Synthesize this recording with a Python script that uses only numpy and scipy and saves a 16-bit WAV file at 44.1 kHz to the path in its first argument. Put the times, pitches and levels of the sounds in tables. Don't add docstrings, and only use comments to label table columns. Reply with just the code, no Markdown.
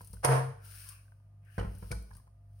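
import sys
import numpy as np
from scipy import signal
from scipy.fft import rfft, irfft
from scipy.io import wavfile
from scipy.ndimage import uniform_filter1d

SR = 44100
rng = np.random.default_rng(int(sys.argv[2]) if len(sys.argv) > 2 else 0)


def nominal_scale(level):
    x = np.asarray(level, float) / 20
    return 10 ** x


def digitize_waveform(pressure):
    field = np.atleast_2d(pressure).T
    bounded = np.clip(field, -1, 1)
    quanta = np.round(bounded * 32767).astype(np.int16)
    wavfile.write(sys.argv[1], SR, quanta)


N = 114660
T = np.arange(N) / SR

# f/Hz, level/dB
RATTLE_TONE = [(90, -41.5), (270, -28), (450, -0.5), (800, -2), (1400, -1.5), (2500, -15.5), (5000, -23.5),
               (15000, -35.5)]
# f/Hz, level/dB, time to fall 60 dB/s
BOARD_MODES = [(353.5, -18, .25), (419, -24, .25), (467.2, 8.5, 0.2), (570, -16, .2), (653, -2.5, 0.45),
               (727.2, 9, 0.24), (952, 5.5, .25), (1062.8, 10, 0.2), (1400, -11, .15), (1590, -8.5, 0.17),
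               (1710, -10.5, .2), (1913, -9, .2), (2180, -14.5, .15), (2410, -12.5, 0.25)]
JUDDER_SIDE_DB = -3
SLAP_S = .2485


def unit(x):
    return x / np.sqrt(np.mean(x ** 2))


def curve(rows):
    return nominal_scale(np.interp(T, *np.array(rows).T))


def gated(rows):
    return curve(rows) * (T > rows[0][0]) * (T < rows[-1][0])


def band(x, order, hz, kind="low"):
    return signal.sosfilt(signal.butter(order, hz, kind, fs=SR, output="sos"), x)


def colour(x, points):
    hz, db = np.array(points, float).T
    f = np.fft.rfftfreq(4096, 1 / SR)
    log_gain = np.interp(np.log(f + 1), np.log(hz), db) * np.log(10) / 20
    cepstrum = irfft(log_gain)
    cepstrum[1:2048] *= 2
    cepstrum[2049:] = 0
    response = irfft(np.exp(rfft(cepstrum)))
    return signal.fftconvolve(np.atleast_2d(x), response[None], axes=1)[:, :N]


def ring(x, modes):
    longest_s = .17
    out = 0
    chance = rng.standard_normal((len(modes), 2))
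    for (hz, db, t60), (a, b) in zip(modes, chance):
        fall_s = t60 if hz < 300 else min(t60, longest_s)
        pole = np.exp((2j * np.pi * hz - np.log(1000) / fall_s) / SR)
        note = signal.lfilter([1], [1, -pole], x)
        differ = min(hz / 900, 1) * (.3 * a + 1j * (1.6 + 1.2 * b))
        left = (note * np.exp(differ / 2)).imag
        right = (note * np.exp(-differ / 2)).imag
        out = out + nominal_scale(db) * np.array([left, right])
    return out


def left_right(db):
    return nominal_scale(np.array([[db / 2], [-db / 2]]))


def walk(rate):
    k = int(SR / rate)
    steps = np.repeat(rng.standard_normal(N // k + 1), k)
    return 1.4 * uniform_filter1d(uniform_filter1d(steps, k), k)[:N]


def grains(rate, spread_db):
    when = rng.random(N) < rate / SR
    size = np.minimum(rng.exponential(size=N), 3)
    return unit(when * rng.standard_normal(N) * nominal_scale(spread_db * size))


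def pair(differ):
    mid, side = rng.standard_normal((2, N))
    side = band(side, 2, 247, "high")
    return (mid + differ * side * np.array([[1], [-1]])) / np.sqrt(2)


def judder_level():
    # t/s, friction level/dB
    judder_rows = [
        (.229, -56),
        (.236, -38.5),
        (.248, -26.5),
        (.27, -38),
        (.33, -31),
        (.39, -40),
        (.45, -52),
        (.53, -66),
    ]
    return gated(judder_rows)


def slap():
    start_s, rise_s, fall_s, crack_s = 0.25, 0.009, 0.0081, 0.00042
    d = T - SLAP_S
    swell = np.exp(np.where(d < 0, d / rise_s, -d / fall_s))
    rush = nominal_scale(-29) * swell * np.clip((T - start_s) / 0.00095, 0, 1)
    crack = nominal_scale(-16.5) * np.exp(-np.abs(d) / crack_s)
    air = pair(1.0)
    both = rush * air + band(crack * air, 2, 6800, "high")
    return left_right(-11.5) * band(both, 3, [900, 11900], "band")


def judder():
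    force = grains(900, 0.63)
    on = judder_level()
    rattle = unit(colour(0.34 * force + pair(1.0), RATTLE_TONE))
    body = nominal_scale(-0.5) * ring(force * on, BOARD_MODES) / np.std(ring(force, BOARD_MODES))
    hit = 1. * (np.arange(N) == int(SLAP_S * SR))
    body += nominal_scale(-40.5) * ring(hit, BOARD_MODES)
    return nominal_scale(-0.5) * left_right(JUDDER_SIDE_DB) * (on * rattle + body) + slap()


def jolts():
    # t/s, strength/dB
    catches = [(.2495, -26), (.2575, -23), (.268, -26), (.273, -24.5), (.2895, -17.5), (.3045, -28.5),
               (.3175, -24.5), (.322, -23), (.3255, -27), (.3315, -18.5), (.346, -30.5), (.356, -24),
               (.372, -27.5), (.379, -25.5), (.412, -31.5)]
    contact_ms = 0.13
    push = 0
    for s, db in catches:
        u = np.clip(T - s, 0, 1) * 1000 / contact_ms
        push = push + nominal_scale(db) * u * np.exp(1 - u)
    click = band(push, 2, [420, 1500], "band")
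    return left_right(JUDDER_SIDE_DB) * (nominal_scale(5) * click + nominal_scale(-43.5) * ring(push, BOARD_MODES))


def boom():
    # t/s, level/dB
    boom_rows = [
        (.232, -63),
        (.248, -33),
        (.264, -38),
        (.294, -24.5),
        (.332, -24.5),
        (.42, -33),
        (.506, -39.5),
        (.545, -57),
        (.64, -66),
    ]
    hz = 131.9 + 5 * np.exp(-np.clip(T - SLAP_S, 0, 9) / .03)
    note = np.sqrt(2) * np.sin(2 * np.pi * np.cumsum(hz) / SR)
    return left_right(2.5) * gated(boom_rows) * nominal_scale(0.31 * walk(23)) * note


def crunch():
    grit = 0.38 * grains(2000, 2.5) + pair(.9)
    return nominal_scale(-30.5) * left_right(-3.5) * judder_level() * unit(band(grit, 2, 4200, "high"))


def sweep():
    # t/s, level/dB
    push_rows = [(0, -65), (0.201, -72), (0.501, -83), (0.599, -81.5), (.65, -58.5), (.8, -52.5),
                 (0.921, -58), (1.001, -80), (1.1, -83.5), (1.38, -99.5), (1.46, -84.5), (1.551, -67),
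                 (1.699, -71.5), (1.899, -60.5), (2.05, -80), (2.181, -70), (2.3, -108.5), (2.6, -77)]
    # f/Hz, level/dB
    hiss_tone = [(300, -19.5), (800, -18.5), (1500, -6.5), (2000, -8.5), (2700, -4), (5000, -4),
                 (9000, -12), (15000, -6)]
    # f/Hz, level/dB, width/Hz, start t/s, end t/s
    squeaks = [
        (1115, -69.5, 150, 0.8, 1.01),
        (1526, -67, 320, 0.48, 1.04),
        (2490, -70.5, 570, 0.55, 1.06),
        (2490, -68, 310, 0.89, 1.014),
        (1690, -69, 330, 1.44, 1.65),
        (2670, -79, 370, 1.43, 1.84),
        (3020, -75.5, 180, 1.483, 1.58),
        (2260, -71.5, 1340, 1.413, 1.78),
    ]
    hiss = unit(colour(.7 * grains(4100, 4.9) + pair(1), hiss_tone))
    out = nominal_scale(-3 + 0.92 * walk(20)) * curve(push_rows) * hiss
    for hz, db, width_hz, start, end in squeaks:
        slow = band(rng.standard_normal((2, 2, N)), 2, width_hz / 2)
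        turn = 2 * np.pi * np.cumsum(hz * (1 + 0.028 * walk(3.6))) / SR
        squeak = unit(slow[0] * np.cos(turn) + slow[1] * np.sin(turn))
        swell = np.sin(np.pi * np.clip((T - start) / (end - start), 0, 1))
        out = out + nominal_scale(db + 1.5 * walk(36.35)) * swell * squeak
    return left_right(5) * out


def knocks():
    # t/s, strength/dB, thump/dB, contact time/ms
    hits = [(.008, -49.5, 1.5, 0.45), (0.099, -50.5, 10.5, 1.8), (0.134, -48, 7, 0.46),
            (1.58, -28.5, 2.5, 0.38), (1.59, -35, -19, 0.34), (1.611, -34.5, -40, 0.47),
            (1.629, -41.5, -30, 0.3), (1.647, -39, 11, 0.41), (1.75, -63, 23.5, 0.74),
            (1.825, -40.5, 3, 0.48), (1.907, -35.5, 7, 0.99), (1.916, -35, 1, 0.356),
            (1.922, -38.5, 10, 1.14), (1.937, -55, 20.5, 2.15), (1.973, -55.5, 16, 0.74),
            (2.108, -61.5, 17, 1.1), (2.153, -54.5, 10, 0.92)]
    # f/Hz, level/dB, time to fall 60 dB/s
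    pan_modes = [(359, -8.5, 0.091), (437.7, -3, 0.11), (485, 1, 0.27), (554, -8, 0.096), (655, -8.5, .15),
                 (970, 6, 0.34), (1055, 0, .2), (1410, 0, 0.18), (1470, 4.5, .2), (1780, -4.5, .15),
                 (2010, -5.5, .15), (2392, -2.5, 0.17), (2720, -4.5, .12), (2800, -5, .08)]
    # f/Hz, level/dB, time to fall 60 dB/s
    counter_modes = [(54.9, -1, 0.36), (98.7, -3, 0.46), (131, -3.5, 0.061), (172, -6, 0.18),
                     (195.8, -19.5, 0.59)]
    rattle_s = 0.011
    push, thump, shake = np.zeros((3, N))
    for s, db, thump_db, ms in hits:
        d = np.clip(T - s, 0, 1)
        u = d / (ms / 1000)
        pulse = u * np.exp(1 - u)
        push += nominal_scale(db) * pulse / np.sqrt(np.sum(pulse ** 2))
        thump += nominal_scale(db + thump_db) * pulse / pulse.sum()
        shake += nominal_scale(db) * np.clip(u / 2, 0, 1) * np.exp(-d / rattle_s) * 0.35 / ms
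    rattle = unit(colour(0.28 * grains(1700, 3) + pair(0.75), RATTLE_TONE))
    rattle = band(rattle, 2, 6476)
    clack = nominal_scale(-21.5) * ring(push, pan_modes) + nominal_scale(-9.5) * shake * rattle
    return clack, nominal_scale(-0.5) * ring(thump, counter_modes)


def taps():
    # t/s, level/dB, pitch f/Hz, overtone level/dB
    touches = [(.008, -48, 979, 0), (.014, -69, 1027, -7), (0.134, -54.5, 935, -33), (.169, -68, 940, 12),
               (1.055, -75, 970, 8), (1.081, -74, 955, 7.5), (1.121, -59.5, 953, -1),
               (1.201, -69.5, 964, -8), (1.582, -43.5, 970, 8), (1.598, -44.5, 1850, 1.5),
               (1.626, -66, 910, -1), (1.774, -70, 975, 8), (1.859, -63.5, 940, 7), (1.915, -51, 1428, 14),
               (1.926, -54, 928, 16), (2.108, -54, 900, -11), (2.113, -54, 1030, -1), (2.131, -56, 900, -7),
               (2.153, -57, 960, -4.5), (2.171, -59, 1160, -8.5), (2.183, -63, 1150, -11),
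               (2.199, -61.5, 1049, -7.5), (2.271, -60, 816, -17), (2.277, -59.5, 1045, -22)]
    overtone, scuff_s, t60_s = 1.61, .0015, 0.03
    out = 0
    noise = rng.standard_normal(N)
    for s, db, hz, over_db in touches:
        scuff = noise * (T >= s) * np.exp(-np.clip(T - s, 0, 1) / scuff_s)
        touch = (np.arange(N) == int(s * SR)) + 0.27 * scuff / np.sqrt(np.sum(scuff ** 2))
        modes = [(hz, 0, t60_s), (hz * overtone, over_db, t60_s)]
        out = out + nominal_scale(db + 1) * ring(touch, modes)
    return out


def ticks():
    # t/s, peak level/dB, left over right/dB, tilt/(dB per octave)
    bursts = [(0.0137, -41.5, 4, -1), (0.0462, -39.5, 0.5, 2.5), (0.0723, -40, 4, 3), (0.1083, -53, 7.5, 7),
              (0.1306, -41, 11, -5.5), (0.1406, -45, 9, 1), (0.6484, -46, 10, 7.5), (0.8883, -33, 7.5, -4),
              (1.4487, -66, 15, -1), (1.584, -45, 1.5, -7), (1.596, -43.5, 3.5, -10), (1.7495, -50, 12, -4),
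              (1.7833, -48, 11.5, 5.5), (1.9116, -40, 6.5, -5.5), (1.916, -30, 6.5, -8.5),
              (1.9476, -48, 5, 0), (2.0229, -47.5, 8, 2.5), (2.135, -54, 5.5, -12), (2.15, -49, 11, -3.5),
              (2.1671, -48.5, 12.5, 1), (2.229, -72, 6, -3.5)]
    rise_s, fall_s = 0.00039, 0.0063
    out = 0
    noise = pair(0.2)
    for s, db, side_db, tilt_db in bursts:
        shape = np.clip((T - s) / rise_s, 0, 1) * np.exp(-np.clip(T - s, 0, 1) / fall_s)
        tone = [(1000, -32 - 0.92 * tilt_db), (4000, -1.2 * tilt_db), (16000, 0.72 * tilt_db)]
        out = out + nominal_scale(db - 12.5) * left_right(side_db) * colour(shape * noise, tone)
    return out


def hum():
    # f/Hz, level/(dB per Hz)
    air_tone = [(35, -6.5), (72, -17), (125, -9.5), (200, -24), (430, -36), (690, -34), (3400, -53.5),
                (16000, -71.5)]
    # f/Hz, level/dB, wobble/dB
    motor_notes = [(53.5, -63.5, -4), (101, -58.5, -4), (150.5, -72.5, 6), (544, -90.5, -1.5),
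                   (642, -89.5, -0.5), (691, -87, -2.5), (1215, -92.5, 2)]
    out = nominal_scale(-65.5) * unit(colour(pair(1), air_tone))
    for hz, db, wobble_db in motor_notes:
        drift = 0.0051 * walk(4.4) * min(100 / hz, 1)
        turn = 2 * np.pi * np.cumsum(hz * (1 + drift)) / SR
        wobble = min(wobble_db, 3) * np.clip(walk(4.1), -2, 1)
        out = out + np.sqrt(2) * nominal_scale(db + wobble) * np.sin(turn)
    return out


def room(x):
    low_t60_s, high_t60_s, split_hz = 0.5, 0.4, 8000
    t = T[:SR // 2]
    noise = pair(0.99)[:, :len(t)]
    low = band(noise, 1, split_hz)
    tail = low * nominal_scale(-60 * t / low_t60_s) + (noise - low) * nominal_scale(-60 * t / high_t60_s)
    tail = tail * np.clip(t / .004, 0, 1)
    tail = tail / np.sqrt(np.sum(tail ** 2) / 2)
    return x + nominal_scale(-4.5) * signal.fftconvolve(x.mean(0)[None], tail, axes=1)[:, :N]


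def scene():
    clack, thump = knocks()
    close = taps() + jolts()
    wet = nominal_scale(-6)
    in_room = judder() + sweep() + ticks() + clack + crunch() + wet * close
    return room(in_room) + (1 - wet) * close + thump + boom() + hum()


def roll_off(x):
    return signal.sosfilt(signal.butter(12, 16110, fs=SR, output="sos"), x)


def record(dry):
    # f/Hz, level/dB
    mic_tone = [(3000, 0.39), (3750, -5), (5200, 4), (6600, -0.5), (7300, -8.5), (9250, 18.5), (11200, 7.5),
                (16000, 2.5)]
    notch_hz, notch_width_hz, notch_share = 3486, 120, .7
    notched = signal.lfilter(*signal.iirnotch(notch_hz, notch_hz / notch_width_hz, SR), dry)
    left, right = colour(dry + notch_share * (notched - dry), mic_tone)
    right = colour(right, [(9500, 0.0033), (13000, -10.5)])[0]
    hiss = nominal_scale(-91) * rng.standard_normal((2, N))
    mix = band(np.array([left, right]) + hiss, 6, 44, "high")
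    return roll_off(mix)


dry = scene()
out = record(dry)
digitize_waveform(out)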